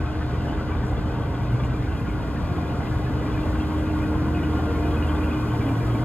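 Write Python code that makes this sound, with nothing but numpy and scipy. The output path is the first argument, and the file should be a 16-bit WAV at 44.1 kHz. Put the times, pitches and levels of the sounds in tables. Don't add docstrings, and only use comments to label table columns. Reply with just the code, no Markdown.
import sys
import numpy as np
from scipy import signal
from scipy.fft import rfft, irfft, next_fast_len
from scipy.io import wavfile
from scipy.ndimage import uniform_filter1d

SR = 44100
rng = np.random.default_rng(int(sys.argv[2]) if len(sys.argv) > 2 else 0)


def int16_out(signal):
    q = np.round(np.clip(np.atleast_2d(signal).T, -1, 1) * 32767)
    wavfile.write(sys.argv[1], SR, q.astype(np.int16))


N = 266364
T_S = np.arange(N) / SR
SIZE = next_fast_len(N)
HZ = np.maximum(np.arange(SIZE // 2 + 1) * SR / SIZE, 1)

# f/Hz, relative density/dB
ENGINE_COLOUR = [(250, -3), (340, -2), (468, 1.5), (516, 0.5), (691, -1.5), (804, -1), (1080, -3),
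                 (1320, -6.5), (1460, -6), (1770, -10.5), (2230, -16), (2480, -11.5), (4000, -25),
                 (5200, -31.5), (8800, -100)]


def from_db(db):
    return 10 ** (np.asarray(db) / 20)


def rms_one(x):
    return x / np.sqrt(np.mean(x ** 2) + 1e-20)


def in_time(rows):
    s, *columns = np.transpose(rows)
    return [np.interp(T_S, s, c) for c in columns]


def at_hz(points):
    hz, value = np.transpose(points)
    return np.interp(np.log(HZ), np.log(np.maximum(hz, 1)), value)


def drift(rate_hz):
    step = 40
    r = np.exp(-2 * np.pi * rate_hz * step / SR)
    noise = rng.standard_normal(N // step + 2002)
    slow = signal.lfilter([1], [1, -2 * r, r * r], noise)[2000:]
    return np.interp(np.arange(N) / step, np.arange(len(slow)), rms_one(slow))


def tone(hz, level_db, waver_db, wander_rad, flutter_db=1.35):
    phase = 2 * np.pi * (np.cumsum(hz) / SR + rng.random())
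    phase += wander_rad * (drift(2.68) + 0.25 * drift(12.6))
    strength_db = level_db + waver_db * drift(3.4) + flutter_db * drift(24.5)
    return np.sqrt(2) * from_db(strength_db) * np.sin(phase)


def coloured(source, colour_db, patchy_db):
    spectrum, out, together = rfft(source, SIZE) * from_db(colour_db), 0, drift(0.35)
    for octave in range(5, 15):
        share = np.clip(1 - abs(np.log2(HZ) - octave), 0, 1)
        if np.max(colour_db[share > 0]) > np.max(colour_db) - 50:
            band = irfft(spectrum * share, SIZE)[:, :N]
            out = out + band * from_db(patchy_db * (0.51 * together + drift(11.8)))
    return rms_one(out)


def nearness():
    closing_s = 5.2
    return np.clip(T_S / closing_s, 0, 1)


def drive_whine():
    whine_per_turn = 7.83
    # t/s, f/Hz, level/dB
    shaft = [(0, 307.8, -37.5), (.8, 306.8, -35), (1.4, 306.7, -38), (2.2, 307.1, -36.5),
             (2.55, 306.7, -40), (2.85, 307.4, -34.5), (3.6, 308, -31), (4.05, 307.1, -27.5),
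             (4.4, 308.3, -30), (4.8, 303.8, -30), (5.3, 304.8, -30), (5.8, 308.4, -33.5),
             (6.04, 308.2, -30)]
    whine_hz, whine_db = in_time(shaft)
    whine = tone(whine_hz, whine_db, waver_db=.3, wander_rad=.1, flutter_db=.5)
    return whine, whine_hz / whine_per_turn


def low_notes(turns_hz):
    firing_hz = 79
    throb_per_turn, hum_per_turn = 1.505, 3.14
    # t/s, deep throb level/dB, exhaust level/dB, vibrator hum level/dB
    levels = [(0.0, -34, -44, -39), (0.08, -36, -30, -33.5), (0.57, -36, -32, -29), (0.64, -31, -47, -33.5),
              (0.76, -40, -27, -31.5), (0.94, -35, -47, -29), (1.06, -33, -34, -33.5),
              (1.18, -42, -40, -29.5), (1.63, -29, -41, -26), (2.05, -35, -36, -35), (2.1, -29, -53, -46),
              (2.17, -41, -37, -29.5), (2.25, -33, -47, -40.5), (2.56, -44, -37, -52),
              (2.96, -37, -32.5, -29), (3.03, -29, -37, -33), (3.15, -51, -27, -26.5),
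              (3.21, -31, -36, -37.5), (3.35, -27, -40, -26.5), (3.41, -46, -37, -37),
              (3.52, -24.5, -29, -32.5), (3.67, -34, -29, -46), (3.82, -47, -29.5, -32.5),
              (5.0, -30, -25, -39), (5.68, -41, -35, -38), (6.04, -37, -41, -27)]
    throb_db, firing_db, hum_db = in_time(levels)
    out = tone(np.full(N, firing_hz), firing_db, waver_db=0.0, wander_rad=0.44, flutter_db=0.5)
    out += tone(throb_per_turn * turns_hz, throb_db, waver_db=0.5, wander_rad=0.31)
    out += tone(hum_per_turn * turns_hz, hum_db, waver_db=.6, wander_rad=.7, flutter_db=3.0)
    return out


def traffic_drone():
    drone_hz, start_db, fade_db_per_s = 73.6, -32.5, 3
    return tone(np.full(N, drone_hz), start_db - fade_db_per_s * T_S, waver_db=0.0, wander_rad=1.47)


def geared_tones(turns_hz):
    pump_per_turn = 18.04
    # t/s, growl level/dB, pump level/dB, pump overtone level/dB, gear mesh level/dB, ninth order level/dB
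    levels = [(0, -46, -42, -57, -53, -64), (.35, -60, -45.5, -54, -56, -59),
              (.8, -44, -48, -50, -51.5, -54), (1.2, -45.5, -44.5, -60, -54, -53),
              (1.7, -43.5, -46.5, -54, -50, -54), (2.3, -50, -50, -50, -55, -56),
              (2.55, -46, -44, -51, -59, -38), (2.8, -47, -40.5, -50, -57, -48),
              (3.0, -51, -57, -54, -54, -56), (3.35, -43, -54, -55, -58, -47),
              (3.8, -61, -55, -52, -58, -50), (4.0, -47, -49, -46, -59, -60),
              (4.18, -40, -49, -44, -53, -51), (4.35, -39, -39.5, -49, -48, -43),
              (4.6, -42.5, -47, -40, -55, -58), (4.85, -35, -38, -45, -57, -45),
              (5.1, -45, -53, -44, -48, -47), (5.4, -59, -58, -47, -49, -46),
              (5.6, -41.5, -53, -55, -51, -45), (6.04, -48, -39, -56, -53, -43)]
    growl_db, pump_db, overtone_db, mesh_db, ninth_db = in_time(levels)
    growl = tone(11.93 * turns_hz, growl_db, waver_db=1.5, wander_rad=2.2)
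    out = growl * (.6 + .8 * drift(15))
    out += tone(pump_per_turn * turns_hz, pump_db, waver_db=.6, wander_rad=.55, flutter_db=2)
    out += tone(2 * pump_per_turn * turns_hz, overtone_db, waver_db=-0.1, wander_rad=1.2, flutter_db=2.0)
    out += tone(38.75 * turns_hz, mesh_db, waver_db=1.5, wander_rad=2.94, flutter_db=3.5)
    out += tone(9.0 * turns_hz, ninth_db, waver_db=3.0, wander_rad=1.26)
    return out


def weak_orders(turns_hz, near):
    near_gain_db = 2
    orders = [(1.11, -68, 1.3), (3.593, -47.5, 1.45), (3.91, -44.5, 0.72), (4.37, -47.5, 1.43),
              (5.028, -44.5, 1.55), (5.9, -45.5, 2.22), (6.92, -50, 1.35), (10.31, -50, 1.88),
              (53.3, -66.5, 3.3)]
    return sum(tone(k * turns_hz, far_db + near_gain_db * near, waver_db=2.0, wander_rad=wander_rad)
               for k, far_db, wander_rad in orders)


def travel_whirr():
    # t/s, f/Hz, level/dB
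    course = [(0, 2500, -64), (.7, 2470, -72), (1.3, 2465, -69), (1.7, 2474, -56.5), (2.2, 2470, -57),
              (2.65, 2470, -57), (3.2, 2505, -63), (3.85, 2465, -61), (4.05, 2482, -52), (4.5, 2450, -66),
              (4.9, 2450, -52), (5.1, 2458, -57), (5.35, 2443, -49), (5.6, 2450, -61), (6.04, 2465, -66)]
    hz, level_db = in_time(course)
    return tone(hz, level_db, waver_db=1.0, wander_rad=3.47, flutter_db=2) * (.5 + .85 * drift(70))


def turbo_whistle():
    # t/s, f/Hz, level/dB
    course = [(0, 11650, -85), (1.0, 11850, -81), (1.7, 12100, -81), (3.0, 12000, -88), (3.8, 11700, -81),
              (4.7, 12000, -80), (5.2, 12550, -76), (6.04, 12200, -79)]
    hz, level_db = in_time(course)
    return tone(hz, level_db, waver_db=3, wander_rad=30)


def rumble(level_db, near):
    upper_far_db, upper_gain_db = -5, 7
    surge_rms_db, surges_hz = 1.4, 14.5
    # f/Hz, relative density/dB
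    colour = [(25, -41), (42, 1), (60, -2), (92, 0), (134, -4), (177, -6), (258, -7.5), (300, -4.5),
              (320, -12), (365, -24.5), (450, -16.5), (580, -49), (990, -120)]
    noise = from_db(level_db) * coloured(rng.standard_normal((3, N)), at_hz(colour), patchy_db=.6)
    deep = signal.sosfiltfilt(signal.butter(2, 130, fs=SR, output="sos"), noise)
    upper = from_db(upper_far_db + upper_gain_db * near) * (noise - deep)
    surge = np.sqrt(2) * np.sin(2 * np.pi * surges_hz * T_S + 1.2 * drift(4))
    return from_db(surge_rms_db * surge) * (deep + upper)


def roar(turns_hz, level_db):
    # f/Hz, 1/e half width/Hz, level/dB
    body = [(410, 51, 5.5), (1088, 24, 3.5), (1457, 59, 1.5), (1837, 112, -5.5), (1948, 120, 4.5),
            (2240, 65, -6.5), (2530, 110, -0.5), (2657, 240, -5), (773, 40, -2), (437, 20.5, -3.5),
            (1360, 26, -1)]
    cycle = 2 * np.cumsum(turns_hz) / SR
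    strength = from_db(6 * rng.standard_normal(int(cycle[-1]) + 1))[cycle.astype(int)]
    firing = 1 + .22 * strength * np.exp(-4 * (cycle % 1))
    body_db = sum(db * np.exp(-((HZ - hz) / width_hz) ** 2) for hz, width_hz, db in body)
    noise = firing * rng.standard_normal((3, N))
    return from_db(level_db) * coloured(noise, at_hz(ENGINE_COLOUR) + body_db, patchy_db=0.87)


def resonator(hz, t60_s):
    r = from_db(-60 / (t60_s * SR))
    return [1, -2 * r * np.cos(2 * np.pi * hz / SR), r * r]


def pings(level_db):
    taps_per_s, t60_s = 220, .12
    pitches_hz = np.geomspace(520, 3600, 40) * rng.uniform(.98, 1.02, 40)
    taps = rng.standard_normal(N) * (rng.random(N) < taps_per_s / SR)
    dealt, out = rng.integers(0, len(pitches_hz), N), 0
    for k, hz in enumerate(pitches_hz):
        mode_db = np.interp(hz, HZ, at_hz(ENGINE_COLOUR)) + 10 * np.log10(hz)
        soft = uniform_filter1d(taps * (dealt == k), size=9) + 1e-18
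        out = out + from_db(mode_db) * rms_one(signal.lfilter([0, 1], resonator(hz, t60_s), soft))
    return from_db(level_db) * rms_one(out)


def rattle(swell_db):
    # f/Hz, rms level before the swell/dB, t60/s
    panels = [(607.5, -52, 0.11), (932, -49.5, 0.17), (1055, -56.5, 0.12), (1097, -50.5, 0.12),
              (1180, -56, 0.086), (1557, -61.5, 0.085), (1650, -59.5, 0.095), (1972, -63, 0.09),
              (2110, -63.5, 0.09), (2330, -65, .09), (2810, -65, 0.11), (3284, -63.5, 0.07)]
    # t/s, level over a usual tap/dB
    jolts = [(1.6, 12), (1.636, 11), (4.657, 11), (4.705, 6), (5.095, 13), (5.12, 11)]
    out, taps = np.zeros(N), rng.random(N) < 90 * from_db(3.0 * drift(8)) / SR
    knocks = np.zeros(N)
    for s, over_db in jolts:
        knocks[round(s * SR)] = from_db(over_db)
    for hz, level_db, t60_s in panels:
        clicks = (taps * rng.standard_normal(N) + knocks) * from_db(1.7 * drift(2.6)) + 1e-18
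        ring = signal.lfilter([0, np.sin(2 * np.pi * hz / SR)], resonator(hz, t60_s), clicks)
        out += from_db(level_db) * rms_one(ring)
    return from_db(swell_db) * out


def gravel(near):
    far_db, gain_db = -53.5, 0.5
    treble_far_db, treble_gain_db = -10, 11
    # f/Hz, relative density/dB
    colour = [(2500, -30), (3600, -2), (4000, -2), (4400, -.5), (5000, -3), (6000, -5.5), (7200, -8),
              (8600, -7), (9500, -9), (10500, -8), (12500, -11), (13200, -15), (16000, -16)]
    sizes = from_db(2.9 * np.minimum(rng.exponential(1, (3, N)), 4.8)) * rng.choice([-1, 1], (3, N))
    crackle = rms_one(sizes * (rng.random((3, N)) < 2500 * from_db(1.0 * drift(12)) / SR))
    grit = coloured(rng.standard_normal((3, N)) + .4 * crackle, at_hz(colour), patchy_db=.75)
    dull = signal.sosfiltfilt(signal.butter(1, 7000, fs=SR, output="sos"), grit)
    treble = from_db(treble_far_db + treble_gain_db * near) * (grit - dull)
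    return from_db(far_db + gain_db * near) * (dull + treble)


def stones():
    length_s, decay_s = 0.025, 0.02
    # t/s, level at onset/dB, f/Hz
    cracks = [(0.833, -58, 6390), (0.8513, -54, 6480), (0.8654, -55, 7500), (0.8814, -53, 6850),
              (0.9094, -57, 8000), (1.4195, -58, 11300), (1.5184, -57, 11800), (1.6466, -54, 6500),
              (1.998, -60, 9500), (3.7792, -58, 7480), (5.0693, -52, 8014)]
    out, t = np.zeros(N), np.arange(round(length_s * SR)) / SR
    grit = rng.standard_normal((len(cracks), len(t)))
    for (s, onset_db, hz), noise in zip(cracks, grit):
        band = signal.butter(2, [hz / 1.35, hz * 1.3], "band", fs=SR, output="sos")
        burst = rms_one(signal.sosfilt(band, noise)) * np.exp(-t / decay_s)
        at = round(s * SR)
        out[at:at + len(t)] += from_db(onset_db) * burst
    return out


def moans():
    # t/s, f/Hz, level at the top of the swell/dB, 1/e half length/s
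    notes = [(2.55, 168, -34, 0.12), (3.335, 470, -35.5, 0.035), (4.95, 231, -34, .1),
             (5.32, 241.5, -31, 0.062), (5.7, 270, -31, 0.098)]
    return sum(np.exp(-((T_S - s) / half_s) ** 2) * tone(np.full(N, hz), db, waver_db=1.5, wander_rad=0.46)
               for s, hz, db, half_s in notes)


def passer():
    start_s, rise_s, note_hz, level_db = 5.36, 0.085, 115.8, -27.5
    fade = np.clip((T_S - start_s) / rise_s, 0, 1)
    return fade * tone(np.full(N, note_hz), level_db, waver_db=1, wander_rad=.6, flutter_db=2.5)


def ports(common, left, right):
    # f/Hz, phase by which left leads/rad
    port_phase = [(0, 0), (1550, 0), (1890, -.6), (2240, 0), (3300, 1.2), (4050, 2.4), (4700, 2.4),
                  (5400, 2.9), (6050, 3.0), (6720, .6), (8440, -2.8), (9400, -3.3), (11300, -6.3),
                  (12000, -6.5), (13000, -9.3), (14200, -9.5), (15300, -12.5), (16700, -12.7)]
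    # f/Hz, left minus right/dB
    port_balance = [(380, 0), (700, 1), (1290, 2.5), (2380, 1), (4400, -.8), (5700, -1.4), (7000, 1),
                    (8100, -.3), (15000, 0)]
    # f/Hz, squared gain of the shared part (the independent part takes the rest)
    stereo_likeness = [(60, .94), (350, .94), (520, .82), (860, .62), (1550, .68), (1900, .45), (2300, .76),
                       (5700, .82), (6400, .5), (7800, .65), (9200, .95), (10200, .65), (11400, .95),
                       (12400, .55), (13700, .95), (14700, .4), (15500, .95)]
    likeness = np.clip(at_hz(stereo_likeness), 0, 1)
    hz, lead_rad = np.transpose(port_phase)
    turn = np.exp(.5j * np.interp(HZ, hz, lead_rad)) * from_db(at_hz(port_balance) / 2)
    shared = rfft(common, SIZE) * np.sqrt(likeness)
    own = rfft([left, right], SIZE) * np.sqrt(1 - likeness)
    return irfft([(shared + own[0]) * turn, (shared + own[1]) / turn], SIZE)[:, :N]


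def scene():
    pings_db, fade_s = -6, .004
    # t/s, rumble level before its surge and upper gain/dB, roar level/dB
    load = [(0, -26, -34.5), (.8, -26, -35), (1.6, -26.5, -35.5), (2.3, -27, -35.5), (3.3, -27, -34),
            (4.1, -27, -34.5), (5.0, -27.5, -33), (5.6, -30, -33.5), (6.04, -29.5, -34)]
    rumble_db, roar_db = in_time(load)
    near = nearness()
    whine, turns_hz = drive_whine()
    tones = whine + low_notes(turns_hz) + traffic_drone() + geared_tones(turns_hz)
    tones += weak_orders(turns_hz, near) + travel_whirr() + turbo_whistle()
    common, left, right = rumble(rumble_db, near) + roar(turns_hz, roar_db) + gravel(near)
    common = common + tones + pings(roar_db + pings_db) + rattle(roar_db - np.mean(roar_db))
    common = common + stones() + moans() + passer()
    fade = np.clip(np.minimum(T_S, T_S[::-1]) / fade_s, 0, 1)
    return ports(fade * common, fade * left, fade * right)


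def record(dry):
    cutoff_hz = 15750
    lean = signal.sosfilt(signal.butter(3, 36, "high", fs=SR, output="sos"), dry)
    return signal.sosfilt(signal.ellip(14, .5, 70, cutoff_hz, fs=SR, output="sos"), lean)


dry = scene()
out = record(dry)
int16_out(out)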